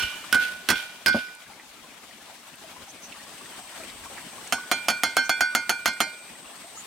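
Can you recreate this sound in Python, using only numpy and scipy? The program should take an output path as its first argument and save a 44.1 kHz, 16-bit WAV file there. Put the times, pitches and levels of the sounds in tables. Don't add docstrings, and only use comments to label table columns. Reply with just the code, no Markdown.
import sys
import numpy as np
from scipy import signal
from scipy.fft import rfft, irfft
from scipy.io import wavfile
from scipy.ndimage import uniform_filter1d

SR = 44100
rng = np.random.default_rng(int(sys.argv[2]) if len(sys.argv) > 2 else 0)


def dump(signal):
    limited = np.clip(np.atleast_2d(signal).T, -1, 1)
    pcm = np.round(limited * 32767).astype(np.int16)
    wavfile.write(sys.argv[1], SR, pcm)


N = 302526
TIME = np.arange(N) / SR

# start in seconds, crack level in dB, rebound delay in seconds, rebound in dB
# relative to the crack, contact place along the blade 0-1, ring gain in dB, hardness in dB per octave.
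CHOP_BLOWS = [(0, -29.5, 0.024, 8, .36, -5, 5.5), (.3268, -14, 0.018, 4.5, .7, 9.5, -7.5),
              (.688, -13.5, .014, 11, .02, 3.5, 3.5), (1.0611, -12.5, 0.02, 0.5, .74, 7.5, 1)]
TAP_BLOWS = [(4.5239, -20.5, .0055, 3, .71, -5.5, 4.5), (4.7146, -19.5, .0054, 5.5, 0.15, -1.5, 4),
             (4.8843, -15, .015, 2, 0.89, 2, 2.5), (5.0346, -15.5, .014, -32, 0.96, 1.5, 3),
             (5.1681, -14.5, .0074, -19, .51, 7.3, 0.5), (5.2941, -21, .0037, -19, .21, 1.6, 3.5),
             (5.4077, -19.5, .008, -22, 0.74, 3.8, 3), (5.5502, -16.5, .014, -18, 0.932, 5.5, -0.5),
             (5.6943, -18, .0095, 0, .89, 0.5, 1), (5.858, -18, .018, 4, 0.068, -0.6, 5),
             (6.0042, -18, .009, 3.5, 0.085, -3.5, 5.5)]
# frequency in Hz, relative level in dB, T60 (time to fall 60 dB) in seconds.
BLADE_MODES = [(1448, -27.4, .55), (1479, -21.9, .52), (1553, -21, .28), (2123, -25.2, .3),
               (2379, -30.2, .8), (3118, -33.8, .28), (3382, -34.6, .33), (4185, -31.4, .23),
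               (4397, -30, .22), (4617, -37.8, .33), (5551, -37.5, .27), (775, -33, .16), (915, -37, .31),
               (2196, -46, .5), (2677, -43, .16), (5080, -48, .22), (5320, -38, .18), (5912, -45, .16),
               (6460, -29.5, .14), (6625, -37, .15), (6976, -47, .16), (7288, -45, .17), (8576, -35, .14),
               (8850, -40, .08), (9215, -38, .13), (10402, -41, .14), (11761, -42, .07), (12377, -39, .07),
               (13213, -39, .07), (14461, -48, .06)]
BRICK_MODES = [(249, -27.5, 0.052), (709.5, -10, 0.036), (1247, -11, 0.031), (1401, -11.5, 0.067),
               (2080, -10, 0.011), (3310, -75, 0.012)]
STANDING_WAVES = [(3.9, .22), (2.4, .1), (3.8, .13), (5.6, 0), (4.4, .04), (5.8, .05), (4.9, .1),
                  (5.6, .02), (3.2, .06), (6.0, .02), (1.5, .17)]
# frequency in Hz, T60 in seconds.
CRACK_DECAY = [(100, 0.18), (700, 0.12), (3000, 0.074), (8000, 0.084), (15000, 0.034)]
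# frequency in Hz, relative spectral density in dB.
CHOP_SPECTRUM = [(20, -64), (45, -2), (90, -6.5), (220, 6), (500, -1.5), (1000, 3.5), (1600, 5),
                 (3000, 3.5), (4200, -2), (5200, 0.5), (7000, -6.5), (10000, -2.5), (13500, -6.5),
                 (16000, -6.5)]
TAP_SPECTRUM = [(20, -59), (60, -11.5), (130, -14.5), (260, 4), (420, -5), (700, 2.5), (1000, 1),
                (1400, 1.5), (2500, 4), (3800, -3.5), (5200, -2.5), (7500, -7.5), (12000, -8), (16000, -15)]
GRIT_SPECTRUM = [(200, -6), (1000, -0.5), (3000, 10), (7000, -5), (12000, -6), (16000, -17)]
BOARD_SPECTRUM = [(30, -44), (70, -7), (140, -10), (240, 8), (380, -4.5), (520, -1.5), (650, 3),
                  (900, -8.5), (1300, -19), (5000, -63)]
WATER_SPECTRUM = [(15, -39), (25, -30), (58, -9.5), (161, -7.5), (200, 1), (503, -6), (641, -1.5),
                  (1130, -2.5), (1260, -3.5), (3340, -4), (5140, -8.5), (7510, -9), (8140, -7.5),
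                  (9320, -10.5), (16000, -19)]
# frequency in Hz, left minus right level in dB.
CHOP_BALANCE = [(200, 1), (800, 2.5), (1450, -5.5), (2400, -6), (8000, -8.5), (15000, 1)]
TAP_BALANCE = [(200, 0), (700, -1), (1400, -3), (2400, -5), (4400, -3), (15000, 0)]
WATER_BALANCE = [(60, -4), (110, 2.5), (200, 1.5), (380, 1.5), (700, 3), (1290, 3.5), (2380, 5),
                 (4400, 4.0), (8120, 3), (15000, 0.5)]
# frequency in Hz, correlation 0-1.
CRACK_CORRELATION = [(200, 1), (800, 0.81), (2000, 0.8), (5000, 0.96), (15000, 0.56)]
WATER_CORRELATION = [(60, 0.94), (300, 0.8), (700, 0.79), (1400, 0.67), (3100, 0.23), (6800, 0.053),
                     (15000, 0.051)]
# start in seconds, level in dB, frequency in Hz, T60 in seconds.
EDGE_GRATES = [(0, -31, 2935, .7), (.027, -24, 2950, .06), (.327, -14, 3000, .04), (1.0615, -13, 5070, .07),
               (1.1, -44, 5070, .65)]
# start in seconds, level in dB, frequency in Hz.
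CRUMB_CLICKS = [(0.439, -32, 2920), (.755, -31, 2940), (0.797, -33, 3000), (1.13, -32, 3300),
                (1.189, -35.5, 3170), (1.35, -39.5, 9000), (1.596, -41.5, 1950), (2.557, -44, 11000),
                (3.1213, -36.5, 2680), (3.899, -42, 3700), (4.177, -36.5, 1600), (4.474, -35, 7000),
                (5.936, -39, 8000)]
# loudest moment in seconds, level in dB.
GRIT_SHOWERS = [(.035, -33.5), (.425, -32), (.775, -33.5), (1.165, -36.5)]
# start in seconds, level in dB.
LANDINGS = [(1.1457, -20.5), (1.151, -23.5), (1.174, -42)]
# start in seconds, length in seconds, level in dB.
HANDLING_RUMBLES = [(0, 0.095, -43), (3.705, 0.55, -57)]
# time in seconds, relative level in dB.
BACKGROUND_DUCKING = [(0.0, -49.5), (0.21, -49), (0.76, -53.5), (0.99, -53.5), (1.37, -56), (3.28, -52),
                      (3.82, -49.5), (4.87, -50), (5.29, -53), (6.02, -53.5), (6.29, -54.5), (6.86, -52)]
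# start in seconds, level in dB, frequency in Hz.
WATER_GURGLES = [(2.639, -44, 646), (3.408, -43, 1160), (3.457, -42, 1870), (3.587, -41.5, 730),
                 (3.799, -40, 634), (4.062, -39, 1104), (4.581, -37, 1120)]
# start and length in seconds, level in dB, first and last frequency in Hz.
BIRD_CHIRPS = [(2.872, 0.057, -49, 5720, 6730), (3.004, 0.085, -48, 6230, 5930),
               (5.075, .06, -53, 6370, 6800), (5.225, 0.068, -44, 5800, 6660),
               (6.741, 0.1, -45, 6620, 7100)]


def trowel(rows, spectrum, balance, impulse, scatter, crush, peak_db, upper_db, brick_db):
    out = np.zeros((2, N))
    ends = [row[0] for row in rows[1:]] + [rows[-1][0] + 1]
    for (start, crack_db, delay, rebound_db, place, ring_db, hardness_db), end in zip(rows, ends):
        modes = struck_blade(place, ring_db, hardness_db, upper_db)
        steel = ring(modes, size=int((end - start) * SR) + 100)
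        steel[:, -200:] *= np.linspace(1, 0, 200)
        add(out, start, steel)
        add(out, start, amp(crack_db) * crack(spectrum, peak_db, impulse, scatter, crush))
        add(out, start, amp(crack_db + brick_db) * ring(BRICK_MODES, size=SR // 4))
        rebound = crack(spectrum, peak_db, impulse=0, scatter=scatter / 2, crush=0)
        add(out, start + delay, amp(crack_db + rebound_db) * rebound)
    direction = pan(curve(balance, np.fft.rfftfreq(N, 1 / SR)))
    return irfft(rfft(out) * direction, N)


def struck_blade(place, ring_db, hardness_db, upper_db, node_db=-16.5, pivot_hz=1520, scatter_db=1.5):
    modes = np.array(BLADE_MODES, float)
    half_waves, node = np.transpose(STANDING_WAVES)
    main, rest = modes[:len(node)], modes[len(node):]
    displacement = np.sin(np.pi * half_waves * (place - node))
    coupling_db = 10 * np.log10(displacement ** 2 + amp(node_db) ** 2)
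    tilt_db = hardness_db * np.log2(main[:, 0] / pivot_hz)
    main[:, 1] += ring_db + coupling_db + tilt_db
    rest[:, 1] += upper_db + scatter_db * rng.standard_normal(len(rest))
    return modes


def ring(modes, size, attack_s=0.00085):
    hz, db, t60 = np.transpose(modes)[:, :, None]
    t = np.arange(size) / SR
    waves = amp(db - 60 * t / t60) * np.exp(2j * np.pi * hz * t)
    spread = np.minimum(hz.T / 5000, 1)
    phase = rng.uniform(0, 2 * np.pi, len(modes)) + spread * rng.standard_normal((2, len(modes)))
    return (np.exp(1j * phase) @ waves).imag * (1 - np.exp(-t / attack_s))


def crack(spectrum, peak_db, impulse, scatter, crush, crush_s=0.0038):
    hz, t, noise = signal.stft(rng.standard_normal((3, SR // 2)), SR, nperseg=128)
    correlation = curve(CRACK_CORRELATION, hz)[:, None]
    chatter = np.sqrt(correlation) * noise[0] + np.sqrt(1 - correlation) * noise[1:]
    chatter *= amp(-60 * t / curve(CRACK_DECAY, hz)[:, None])
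    burst = scatter * signal.istft(chatter, SR, nperseg=128)[1][:, :SR // 2]
    burst *= 1 + crush * np.exp(-TIME[:SR // 2] / crush_s)
    burst[:, 0] -= impulse
    high_modes = [hz for hz, _, _ in BLADE_MODES if hz > 3000]
    return colour(burst, spectrum, high_modes, peak_db)


def clay(grate_width_hz=250, crumb_relative_width=0.33, crumb_t60_cycles=140):
    out = np.zeros((2, N))
    for start, db, hz, t60 in EDGE_GRATES:
        add(out, start, amp(db) * rasp(hz, grate_width_hz, t60))
    for start, db, hz in CRUMB_CLICKS:
        add(out, start, amp(db) * rasp(hz, crumb_relative_width * hz, crumb_t60_cycles / hz))
    return pan(-7) * out


def rasp(hz, width_hz, t60, attack_s=0.00031):
    t = TIME[:SR // 2]
    noise = noise_band(len(t), hz, width_hz, correlation=0.97)
    return noise * amp(-60 * t / t60) * (1 - np.exp(-t / attack_s))


def grit(grains_per_s=1200, spread_db=1.5, rise_db_per_s=170, fall_db_per_s=115):
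    hits = rng.random((2, N)) < grains_per_s / SR
    grains = hits * amp(spread_db * np.minimum(rng.exponential(1, (2, N)), 5))
    grains *= rng.choice([-1, 1], (2, N))
    envelope = sum(amp(db - np.maximum(rise_db_per_s * (peak - TIME), fall_db_per_s * (TIME - peak)))
                   for peak, db in GRIT_SHOWERS)
    crossfeed = 0.096 * grains[::-1]
    return envelope * unit_rms(colour(grains + crossfeed, GRIT_SPECTRUM))


def offcut(impulse=14, thud_t60=0.095):
    out, t = np.zeros((2, N)), TIME[:SR // 2]
    for start, db in LANDINGS:
        thud = stereo_noise(len(t), correlation=0.97) * amp(-60 * t / thud_t60)
        thud[:, 0] -= impulse
        add(out, start, amp(db) * colour(thud, BOARD_SPECTRUM))
    return pan(1) * out


def rumble():
    out = np.zeros((2, N))
    deep = noise_band(N, hz=60, width_hz=70, correlation=0.97)
    for start, length, db in HANDLING_RUMBLES:
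        size = int(length * SR)
        add(out, start, amp(db) * np.hanning(size) * deep[:, int(start * SR):][:, :size])
    return out


def water(bubble_count=220, bubbles_db=-14, spray_db=-21, drops_per_s=60):
    out = wash()
    for when, pitch, strength, side in rng.random((bubble_count, 4)):
        gain = amp(bubbles_db + 19.3 * strength ** 2) * pan(7 * side)
        add(out, when * N / SR, gain * bubble(hz=620 * 4.5 ** pitch))
    spray = (rng.random((2, N)) < drops_per_s / SR) * rng.standard_normal((2, N))
    out += amp(spray_db) * unit_rms(colour(spray, GRIT_SPECTRUM))
    out *= amp(7 + np.interp(TIME, *np.transpose(BACKGROUND_DUCKING)))
    for start, db, hz in WATER_GURGLES:
        add(out, start, amp(db) * pan(7.1) * bubble(hz))
    return out


def wash(patch_db=3, flicker_db=1.2):
    frames, hz = N // 256 + 5, np.fft.rfftfreq(1024, 1 / SR)
    noise = rng.standard_normal((5, frames, len(hz)))
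    left, independent = noise[0] + 1j * noise[1], noise[2] + 1j * noise[3]
    patches = unit_rms(uniform_filter1d(uniform_filter1d(noise[4], size=7, axis=0), size=8, axis=1))
    flicker = unit_rms(uniform_filter1d(rng.standard_normal((frames, 1)), size=4, axis=0))
    correlation = curve(WATER_CORRELATION, hz)
    right = correlation * left + np.sqrt(1 - correlation ** 2) * independent
    level_db = curve(WATER_SPECTRUM, hz) + patch_db * patches / (1 + hz / 5000) + flicker_db * flicker
    spectra = np.array([left, right]) * amp(level_db) * pan(curve(WATER_BALANCE, hz))[:, None]
    return unit_rms(signal.istft(spectra.swapaxes(1, 2), nperseg=1024, noverlap=768)[1][:, :N])


def bubble(hz, decay_cycles=9):
    age = np.arange(int(4 * decay_cycles / hz * SR)) / SR * hz / decay_cycles
    wobble = 0.06 * np.cumsum(rng.standard_normal(len(age)))
    envelope = 2 * np.exp(-age) * (1 - np.exp(-4 * age))
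    return envelope * np.sin(2 * np.pi * decay_cycles * age + wobble)


def insect(hiss_db=-52.5, full_at_s=3.62, swell_db_per_s=14.5):
    hiss = noise_band(N, hz=8200, width_hz=600, correlation=0.11)
    whistle = unit_rms(resonance(stereo_noise(N, correlation=0.2), hz=8250, width_hz=50))
    swell = amp(hiss_db - swell_db_per_s * np.maximum(full_at_s - TIME, 0))
    return swell * (hiss + amp(-6) * whistle)


def bird():
    out = np.zeros((2, N))
    for start, length, db, first_hz, last_hz in BIRD_CHIRPS:
        size = int(length * SR)
        phase = 2 * np.pi * np.cumsum(np.linspace(first_hz, last_hz, size)) / SR
        waver = 0.19 * np.cumsum(rng.standard_normal((2, size)), axis=1)
        add(out, start, 2 * amp(db) * np.hanning(size) * np.sin(phase + waver))
    return out


def colour(x, spectrum, peaks_hz=(), peak_db=0, half_width_hz=75, size=4096):
    hz = abs(np.fft.fftfreq(size, 1 / SR))
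    bumps = np.zeros(size)
    for centre in peaks_hz:
        bumps = np.maximum(bumps, 1 / (1 + ((hz - centre) / half_width_hz) ** 2))
    bumps -= uniform_filter1d(bumps, size=160)
    log_gain = np.log(amp(curve(spectrum, hz) + peak_db * bumps))
    response = np.exp(np.conj(signal.hilbert(log_gain)))
    kernel = np.fft.ifft(response).real[:size // 2]
    return signal.oaconvolve(x, kernel[None] / np.linalg.norm(kernel), axes=1)[:, :x.shape[1]]


def stereo_noise(size, correlation):
    shared = rng.standard_normal(size)
    return np.sqrt(correlation) * shared + np.sqrt(1 - correlation) * rng.standard_normal((2, size))


def noise_band(size, hz, width_hz, correlation):
    once = resonance(stereo_noise(size, correlation), hz, width_hz)
    return unit_rms(resonance(once, hz, width_hz))


def resonance(x, hz, width_hz):
    return signal.lfilter(*signal.iirpeak(hz, hz / width_hz, SR), x)


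def amp(db):
    return 10 ** (np.asarray(db) / 20)


def unit_rms(x):
    return x / np.sqrt(np.mean(x ** 2) + 1e-20)


def curve(points, hz):
    knots_hz, values = np.transpose(points)
    return np.interp(np.log(hz + 1), np.log(knots_hz + 1), values)


def pan(db):
    return amp(np.array([[0.5], [-0.5]]) * db)


def add(mix, start, sound):
    part = mix[:, round(start * SR):][:, :sound.shape[-1]]
    part += sound[..., :part.shape[1]]


def scene():
    chops = trowel(CHOP_BLOWS, CHOP_SPECTRUM, CHOP_BALANCE,
                   impulse=4.5, scatter=0.63, crush=0.77, peak_db=2.5, upper_db=-13, brick_db=-13)
    taps = trowel(TAP_BLOWS, TAP_SPECTRUM, TAP_BALANCE,
                  impulse=9.3, scatter=0.74, crush=1.6, peak_db=11.5, upper_db=0, brick_db=13)
    return chops + taps + grit() + clay() + offcut() + rumble() + water() + insect() + bird()


def record(dry, threshold_db=-16, recovery_db_per_s=450, slope=0.7, cutoff_hz=16100):
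    power_db = 10 * np.log10(abs(uniform_filter1d((dry ** 2).mean(0), size=90)) + 1e-12)
    fall_db = TIME * recovery_db_per_s
    envelope_db = np.maximum.accumulate(power_db + fall_db) - fall_db
    excess_db = np.maximum(envelope_db - threshold_db, 0)
    limited = dry * amp(-slope * uniform_filter1d(excess_db, size=40))
    rounded = 0.9 * np.tanh(limited / 0.83)
    lowpass = signal.firwin(255, cutoff_hz, window=("kaiser", 8), fs=SR)
    return signal.oaconvolve(rounded, lowpass[None], "same")


dry = scene()
out = record(dry)
dump(out)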